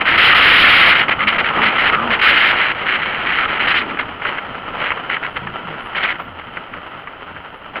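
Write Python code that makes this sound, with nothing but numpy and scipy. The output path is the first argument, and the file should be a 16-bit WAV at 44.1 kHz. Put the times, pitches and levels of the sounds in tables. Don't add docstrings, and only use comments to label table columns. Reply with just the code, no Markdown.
import sys
import numpy as np
from scipy import signal
from scipy.fft import rfft, irfft
from scipy.io import wavfile
from scipy.ndimage import uniform_filter1d, minimum_filter1d

SR = 44100
rng = np.random.default_rng(int(sys.argv[2]) if len(sys.argv) > 2 else 0)


def persist_wave(psi):
    counts = np.round(np.clip(psi, -1, 1) * 32767).astype(np.int16)
    wavfile.write(sys.argv[1], SR, np.atleast_2d(counts).T)


N = 343980
TIME = np.arange(N) / SR

# start_s, length_s, level_db
WIND_BUFFETS = [(.008, .018, -13), (0.055, .118, -12), (0.177, .158, -6.5), (0.347, .594, -5.5),
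                (0.948, .07, -10.5), (1.023, .022, -18.5), (1.081, .016, -12), (1.109, .026, -13),
                (1.191, .052, -17.5), (1.271, 0.034, -10.5), (1.305, 0.06, -19), (1.383, .027, -11),
                (1.438, .066, -17.5), (1.551, 0.051, -21.5), (1.617, 0.071, -12.5), (1.686, 0.087, -19),
                (1.781, .12, -14), (1.924, .035, -16), (2.103, 0.057, -14.5), (2.193, 0.0075, -12.5),
                (2.214, 0.17, -9), (2.367, .152, -10.5), (2.52, .2, -14.5), (2.745, .11, -25.5),
                (2.858, .115, -15.5), (2.99, .27, -21), (3.262, .195, -16.5), (3.477, .105, -20),
                (3.597, .067, -16), (3.671, 0.057, -12), (3.742, 0.049, -14), (3.801, 0.026, -20),
                (3.889, 0.023, -27), (3.987, .028, -18.5), (4.22, .03, -29.5), (4.251, 0.045, -20),
                (4.299, 0.094, -29), (4.784, .14, -23.5), (4.947, 0.03, -32), (5.095, 0.071, -20.5),
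                (5.232, .035, -24.5), (5.357, .018, -23), (5.949, 0.019, -24), (5.967, .022, -16),
                (5.987, 0.11, -21.5), (6.024, .037, -14.5), (6.081, .043, -19), (6.386, .02, -35.5),
                (6.553, .02, -30.5), (7.759, .025, -32)]
# centre_s, half_length_s, pitch_hz, level_db
HOLLOW_HOWLS = [(.36, 0.12, 1284, -14.5), (1.22, 0.059, 1230, -21), (1.575, 0.036, 1175, -17.5),
                (1.99, 0.1, 1250, -20), (3.42, 0.056, 1330, -19), (3.89, 0.21, 250, -34.5),
                (6.2, 0.0081, 980, -23)]
# time_s, level_db
RIDE_LEVEL = [(0.0, -28), (0.43, -25.5), (0.8, -30), (1.02, -28.5), (1.24, -28.5), (1.72, -28),
              (2.02, -23.5), (2.45, -31), (2.71, -30.5), (3.17, -31), (3.69, -31.5), (4.0, -33.5),
              (6.08, -34.5), (6.32, -39.5), (6.93, -36.5), (7.8, -42)]
# centre_s, half_length_s, lift_db
ROUGH_PATCHES = [(0.885, 0.043, 13), (1.614, 0.2, 4.5), (2.527, 0.031, 6.5), (4.283, .07, 5.5),
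                 (4.817, 0.078, 5), (6.204, 0.016, 6), (6.59, 0.075, 3.5), (6.974, 0.3, -0.5),
                 (7.77, .04, 7)]
# time_s, peak_db
STONE_CRACKS = [(1.383, -9), (3.033, -9), (3.742, -2.5), (3.781, -9), (3.835, -14.5), (3.972, -8),
                (4.029, -13), (4.219, -7), (4.251, -4), (4.384, -6), (4.456, -22), (4.905, 1), (4.918, -1),
                (4.974, -10), (5.098, -2), (5.166, -6), (5.229, -9), (5.248, -6.5), (5.362, -9.5),
                (5.471, -7.5), (5.95, -11), (6.037, -3.5), (6.104, -5), (6.122, -11), (6.155, -15.5),
                (6.198, -17), (6.412, -17), (6.571, -9.5), (6.738, -12), (7.073, -13), (7.364, -14.5),
                (7.757, -9.5)]
# centre_s, half_length_s, pitch_hz, level_db
GRAVEL_SPRAYS = [(3.702, 0.04, 3300, -28), (3.775, 0.042, 3300, -17), (5.974, 0.02, 3160, -24),
                 (6.039, 0.0068, 3220, -15.5), (6.11, 0.014, 3100, -27)]
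# time_s, turns_per_s
CRANK_SPEED = [(1, 100), (2.2, 94), (5.4, 96), (5.68, 88), (5.8, 57), (6.2, 49), (6.5, 37)]
# crank_multiple, level_db
ENGINE_ORDERS = [(.5, -24), (1, -14), (1.5, -18), (2, 4.5), (2.5, -16), (3, -11.5), (4, -16.5), (5, -9.5),
                 (6, -14)]
# centre_s, half_length_s, extra_turns_per_s, level_db, burble_offset_db
ENGINE_SURGES = [(1.061, .08, 14.5, -32, -10), (1.268, .065, 6, -27.5, -13), (1.653, .07, 14.5, -28, -12),
                 (2.059, 0.1, 26, -23.5, -19), (5.47, .15, 17, -39, 5), (5.698, .1, 0, -33, -2.5),
                 (6.33, .15, -0.5, -42, -12)]
# centre_s, half_length_s, pitch_hz, level_db
BRAKE_CHIRPS = [(2.01, 0.058, 14080, -60), (4.27, .05, 10900, -65), (5.35, 0.087, 10760, -68),
                (5.86, .08, 10600, -63), (6.22, 0.063, 13900, -59.5), (6.56, .05, 10680, -73)]
# frequency_hz, level_db
BUFFET_SPECTRUM = [(30, -33.5), (250, -29.5), (600, -20), (1000, -11), (1300, 0.5), (1650, 0.5), (2100, 4),
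                   (2600, -2.5), (3000, -2), (3500, -6), (4200, -5), (5200, -21), (7000, -26),
                   (15000, -42.5)]
SIZZLE_SPECTRUM = [(1500, -21), (2800, 3.5), (4000, 10), (5500, 5.5), (7000, 0), (11000, -6), (15500, -12)]
RUMBLE_SPECTRUM = [(10, -8), (30, -6), (90, -2), (170, -3.5), (300, -5), (700, -46.5)]
RUSH_SPECTRUM = [(60, -16), (220, -8.5), (400, -6.5), (650, -4.5), (950, -3), (1130, -4.5), (1340, 2),
                 (1600, -7), (2000, -7.5), (2400, -11.5), (3050, -8.5), (3500, -14), (5200, -18.5),
                 (8000, -29.5), (15000, -29)]
STONE_SPECTRUM = [(100, -15.5), (700, -8.5), (1350, 7), (2100, 4.5), (3000, -8.5), (5000, -26),
                  (15000, -46)]
# frequency_hz, gain_db
HOUSING_RESPONSE = [(3100, 0.5), (3500, -10), (4200, -18), (5000, -25), (5550, -34), (6000, -49.5),
                    (6750, -37), (7500, -40), (8000, -58), (8800, -32.5), (11000, -26), (15500, -33.5)]

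BUFFET_RISE_S, BUFFET_FALL_S, BUFFET_ARCH_DB = .005, .005, 2
SIZZLE_FOLLOWS, SIZZLE_FROM_DB = 0.55, -26.5
RUMBLE_DB, RUMBLE_FOLLOWS = -21.5, 0.65
STIR_DB, STIR_POWER = -23.5, 0.45
BURBLE_HZ, BURBLE_WIDTH_HZ = 110, 150
WHINE_HZ, WHINE_DB, WHINE_WANDER_HZ = 14950, -75, 40
CUTOFF_HZ = 15800


def buffet_force():
    force = np.full(N, 1e-4)
    for start, length, db in WIND_BUFFETS:
        first, last = np.searchsorted(TIME, [start, start + length])
        from_middle = np.linspace(-1, 1, last - first)
        pull = from_db(db - BUFFET_ARCH_DB * from_middle ** 2)
        force[first:last] = np.maximum(force[first:last], pull)
    decay = TIME / BUFFET_FALL_S
    force = np.exp(np.maximum.accumulate(np.log(force) + decay) - decay)
    return uniform_filter1d(force, int(BUFFET_RISE_S * SR))


def buffets(force, ride_db, flutter_db, pops_per_s, smooth_db, sizzle_db, sizzle_power):
    strength = np.clip(force / from_db(-8), .01, 1.2)
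    lapses = np.minimum(drift(82), .9)
    force = force * from_db(flutter_db * (1 - .5 * strength) * lapses)
    pops = grains(pops_per_s * (.12 + strength), spread_db=1.34)
    tearing = pops + from_db(smooth_db) * rng.standard_normal(N)
    roar = force * rms_one(colour(tearing, BUFFET_SPECTRUM))
    speed_db = SIZZLE_FOLLOWS * (ride_db - SIZZLE_FROM_DB)
    sizzle_gain = from_db(sizzle_db + speed_db + 2.0 * drift(21))
    sizzle = sizzle_gain * rms_one(colour(grains(9000, spread_db=2.5), SIZZLE_SPECTRUM))
    return roar + force ** sizzle_power * sizzle


def rumble(level_db, lumpy_db):
    eddies = from_db(level_db + lumpy_db * drift(9))
    return eddies * rms_one(colour(rng.standard_normal(N), RUMBLE_SPECTRUM))


def howls(width_hz):
    return swells(HOLLOW_HOWLS, width_hz)


def rush_level(ride_db, force):
    lift_db = sum(db * arch(s, half_s) for s, half_s, db in ROUGH_PATCHES)
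    stirred = from_db(STIR_DB) * force ** STIR_POWER
    return 20 * np.log10(np.hypot(from_db(ride_db + lift_db), stirred))


def rush(level_db, grit_db, lumpy_db):
    grit = grains(1200, spread_db=4.5) * from_db(1.4 * drift(16))
    noise = rng.standard_normal(N) + from_db(grit_db) * grit
    return from_db(level_db + lumpy_db * drift(22)) * rms_one(colour(noise, RUSH_SPECTRUM))


def stones(level_db, crumble_db, grind_s, crumble_s):
    half = SR // 50
    t = np.arange(-half, half) / SR
    envelope = np.exp(-np.abs(t) / np.where(t < 0, grind_s, crumble_s))
    out = np.zeros(N + 4 * half)
    for s, peak_db in STONE_CRACKS:
        blow = from_db(crumble_db) * rng.standard_normal(len(t)) * envelope
        blow[half] = 1
        crack = colour(blow, STONE_SPECTRUM)
        at = int(s * SR) - half
        out[at:at + len(t)] += from_db(peak_db + level_db) * crack / np.abs(crack).max()
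    return out[:N]


def sprays(width_hz, tick_db):
    thrown = sum(from_db(db) * arch(s, half_s) for s, half_s, _, db in GRAVEL_SPRAYS)
    ticks = rms_one(colour(grains(1500, spread_db=2.5), SIZZLE_SPECTRUM))
    return swells(GRAVEL_SPRAYS, width_hz) + from_db(tick_db) * thrown * ticks


def engine(level_db, wobble, rough_db):
    turns_per_s = in_time(CRANK_SPEED)
    load, burble = 0, 0
    for s, half_s, extra_turns, db, burble_db in ENGINE_SURGES:
        surge = arch(s, half_s)
        turns_per_s += extra_turns * surge
        load += from_db(db) * surge
        burble += from_db(db + burble_db) * surge
    angle = 2 * np.pi * np.cumsum(turns_per_s * (1 + wobble * drift(20))) / SR
    hum = sum(from_db(db + rough_db * drift(7.1)) * np.sin(order * angle + rng.uniform(0, 2 * np.pi))
              for order, db in ENGINE_ORDERS)
    puffs = (1 + np.cos(angle / 2)) * noise_band(BURBLE_HZ, BURBLE_WIDTH_HZ)
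    return from_db(level_db) * (load * rms_one(hum) + burble * rms_one(puffs))


def brake(chirp_db, chatter_db, flutter_db, singing_db):
    chatter = from_db(chatter_db + 3 * drift(10)) * noise_band(10900, width_hz=1500)
    singing = from_db(singing_db + 6 * np.minimum(drift(6), 1.5)) * noise_band(10650, width_hz=200)
    chirps = from_db(chirp_db + flutter_db * drift(40)) * swells(BRAKE_CHIRPS, width_hz=200)
    return chatter + singing + chirps


def whine():
    pitch_hz = WHINE_HZ + WHINE_WANDER_HZ * drift(25)
    return from_db(WHINE_DB) * np.sin(2 * np.pi * np.cumsum(pitch_hz) / SR)


def overload(x, top, hardness):
    return x / (1 + np.abs(x / top) ** hardness) ** (1 / hardness)


def limiter(x, ceiling):
    size = SR // 700
    gain = minimum_filter1d(ceiling / np.maximum(np.abs(x), ceiling), 2 * size + 1)
    return x * uniform_filter1d(uniform_filter1d(gain, size), size)


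def grains(per_s, spread_db):
    sizes = from_db(spread_db * np.minimum(rng.exponential(1, N), 4)) * rng.choice([-1, 1], N)
    return rms_one(sizes * (rng.random(N) < per_s / SR) / np.sqrt(per_s))


def noise_band(hz, width_hz):
    r = np.exp(-np.pi * width_hz / SR)
    poles = [1, -2 * r * np.cos(2 * np.pi * hz / SR), r * r]
    return rms_one(signal.sosfilt([[1, 0, -1] + poles] * 2, rng.standard_normal(N)))


def swells(table, width_hz):
    return sum(from_db(db) * arch(s, half_s) * noise_band(hz, width_hz) for s, half_s, hz, db in table)


def colour(x, spectrum):
    size = 4096
    hz, db = np.transpose(spectrum)
    grid_hz = np.maximum(np.arange(size // 2 + 1) * SR / size, 1)
    gain = from_db(np.interp(np.log(grid_hz), np.log(hz), db))
    cepstrum = irfft(np.log(gain))
    cepstrum[1:size // 2] *= 2
    cepstrum[size // 2 + 1:] = 0
    return signal.oaconvolve(x, irfft(np.exp(rfft(cepstrum))))[:len(x)]


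def drift(rate_hz):
    step, settle = 20, 4000
    r = np.exp(-2 * np.pi * step * rate_hz / SR)
    noise = rng.standard_normal(N // step + settle + 2)
    slow = signal.lfilter([1], [1, -2 * r, r * r], noise)[settle:]
    return np.interp(np.arange(N) / step, np.arange(len(slow)), rms_one(slow))


def arch(s, half_s):
    return np.cos(np.pi / 2 * np.clip((TIME - s) / half_s, -1, 1))


def in_time(curve):
    return np.interp(TIME, *np.transpose(curve))


def from_db(db):
    return 10 ** (np.asarray(db) / 20)


def rms_one(x):
    return x / np.sqrt(np.mean(x ** 2) + 1e-20)


def scene():
    ride_db, force = in_time(RIDE_LEVEL), buffet_force()
    wind = buffets(force, ride_db, flutter_db=2.5, pops_per_s=2200, smooth_db=-11,
                   sizzle_db=10.5, sizzle_power=2.39)
    wind += rumble(RUMBLE_DB + RUMBLE_FOLLOWS * ride_db, lumpy_db=3.0)
    howling = howls(width_hz=220)
    track = from_db(5.0) * rush(rush_level(ride_db, force), grit_db=-2.5, lumpy_db=1.46)
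    track += stones(level_db=-4.5, crumble_db=-12.5, grind_s=.0007, crumble_s=.006)
    track += sprays(width_hz=2000, tick_db=-2.5)
    bike = engine(level_db=-2.5, wobble=.01, rough_db=1.5)
    bike += brake(chirp_db=22, chatter_db=-57, flutter_db=2.5, singing_db=-62.5)
    return (wind + howling + track + bike)[None]


def record(dry):
    saturated = overload(dry[0], top=0.91, hardness=2.58)
    inside = limiter(colour(saturated, HOUSING_RESPONSE), ceiling=.95)
    lowpass = signal.ellip(10, .1, 80, CUTOFF_HZ, fs=SR, output="sos")
    return signal.sosfilt(lowpass, inside + whine())[None]


dry = scene()
out = record(dry)
persist_wave(out)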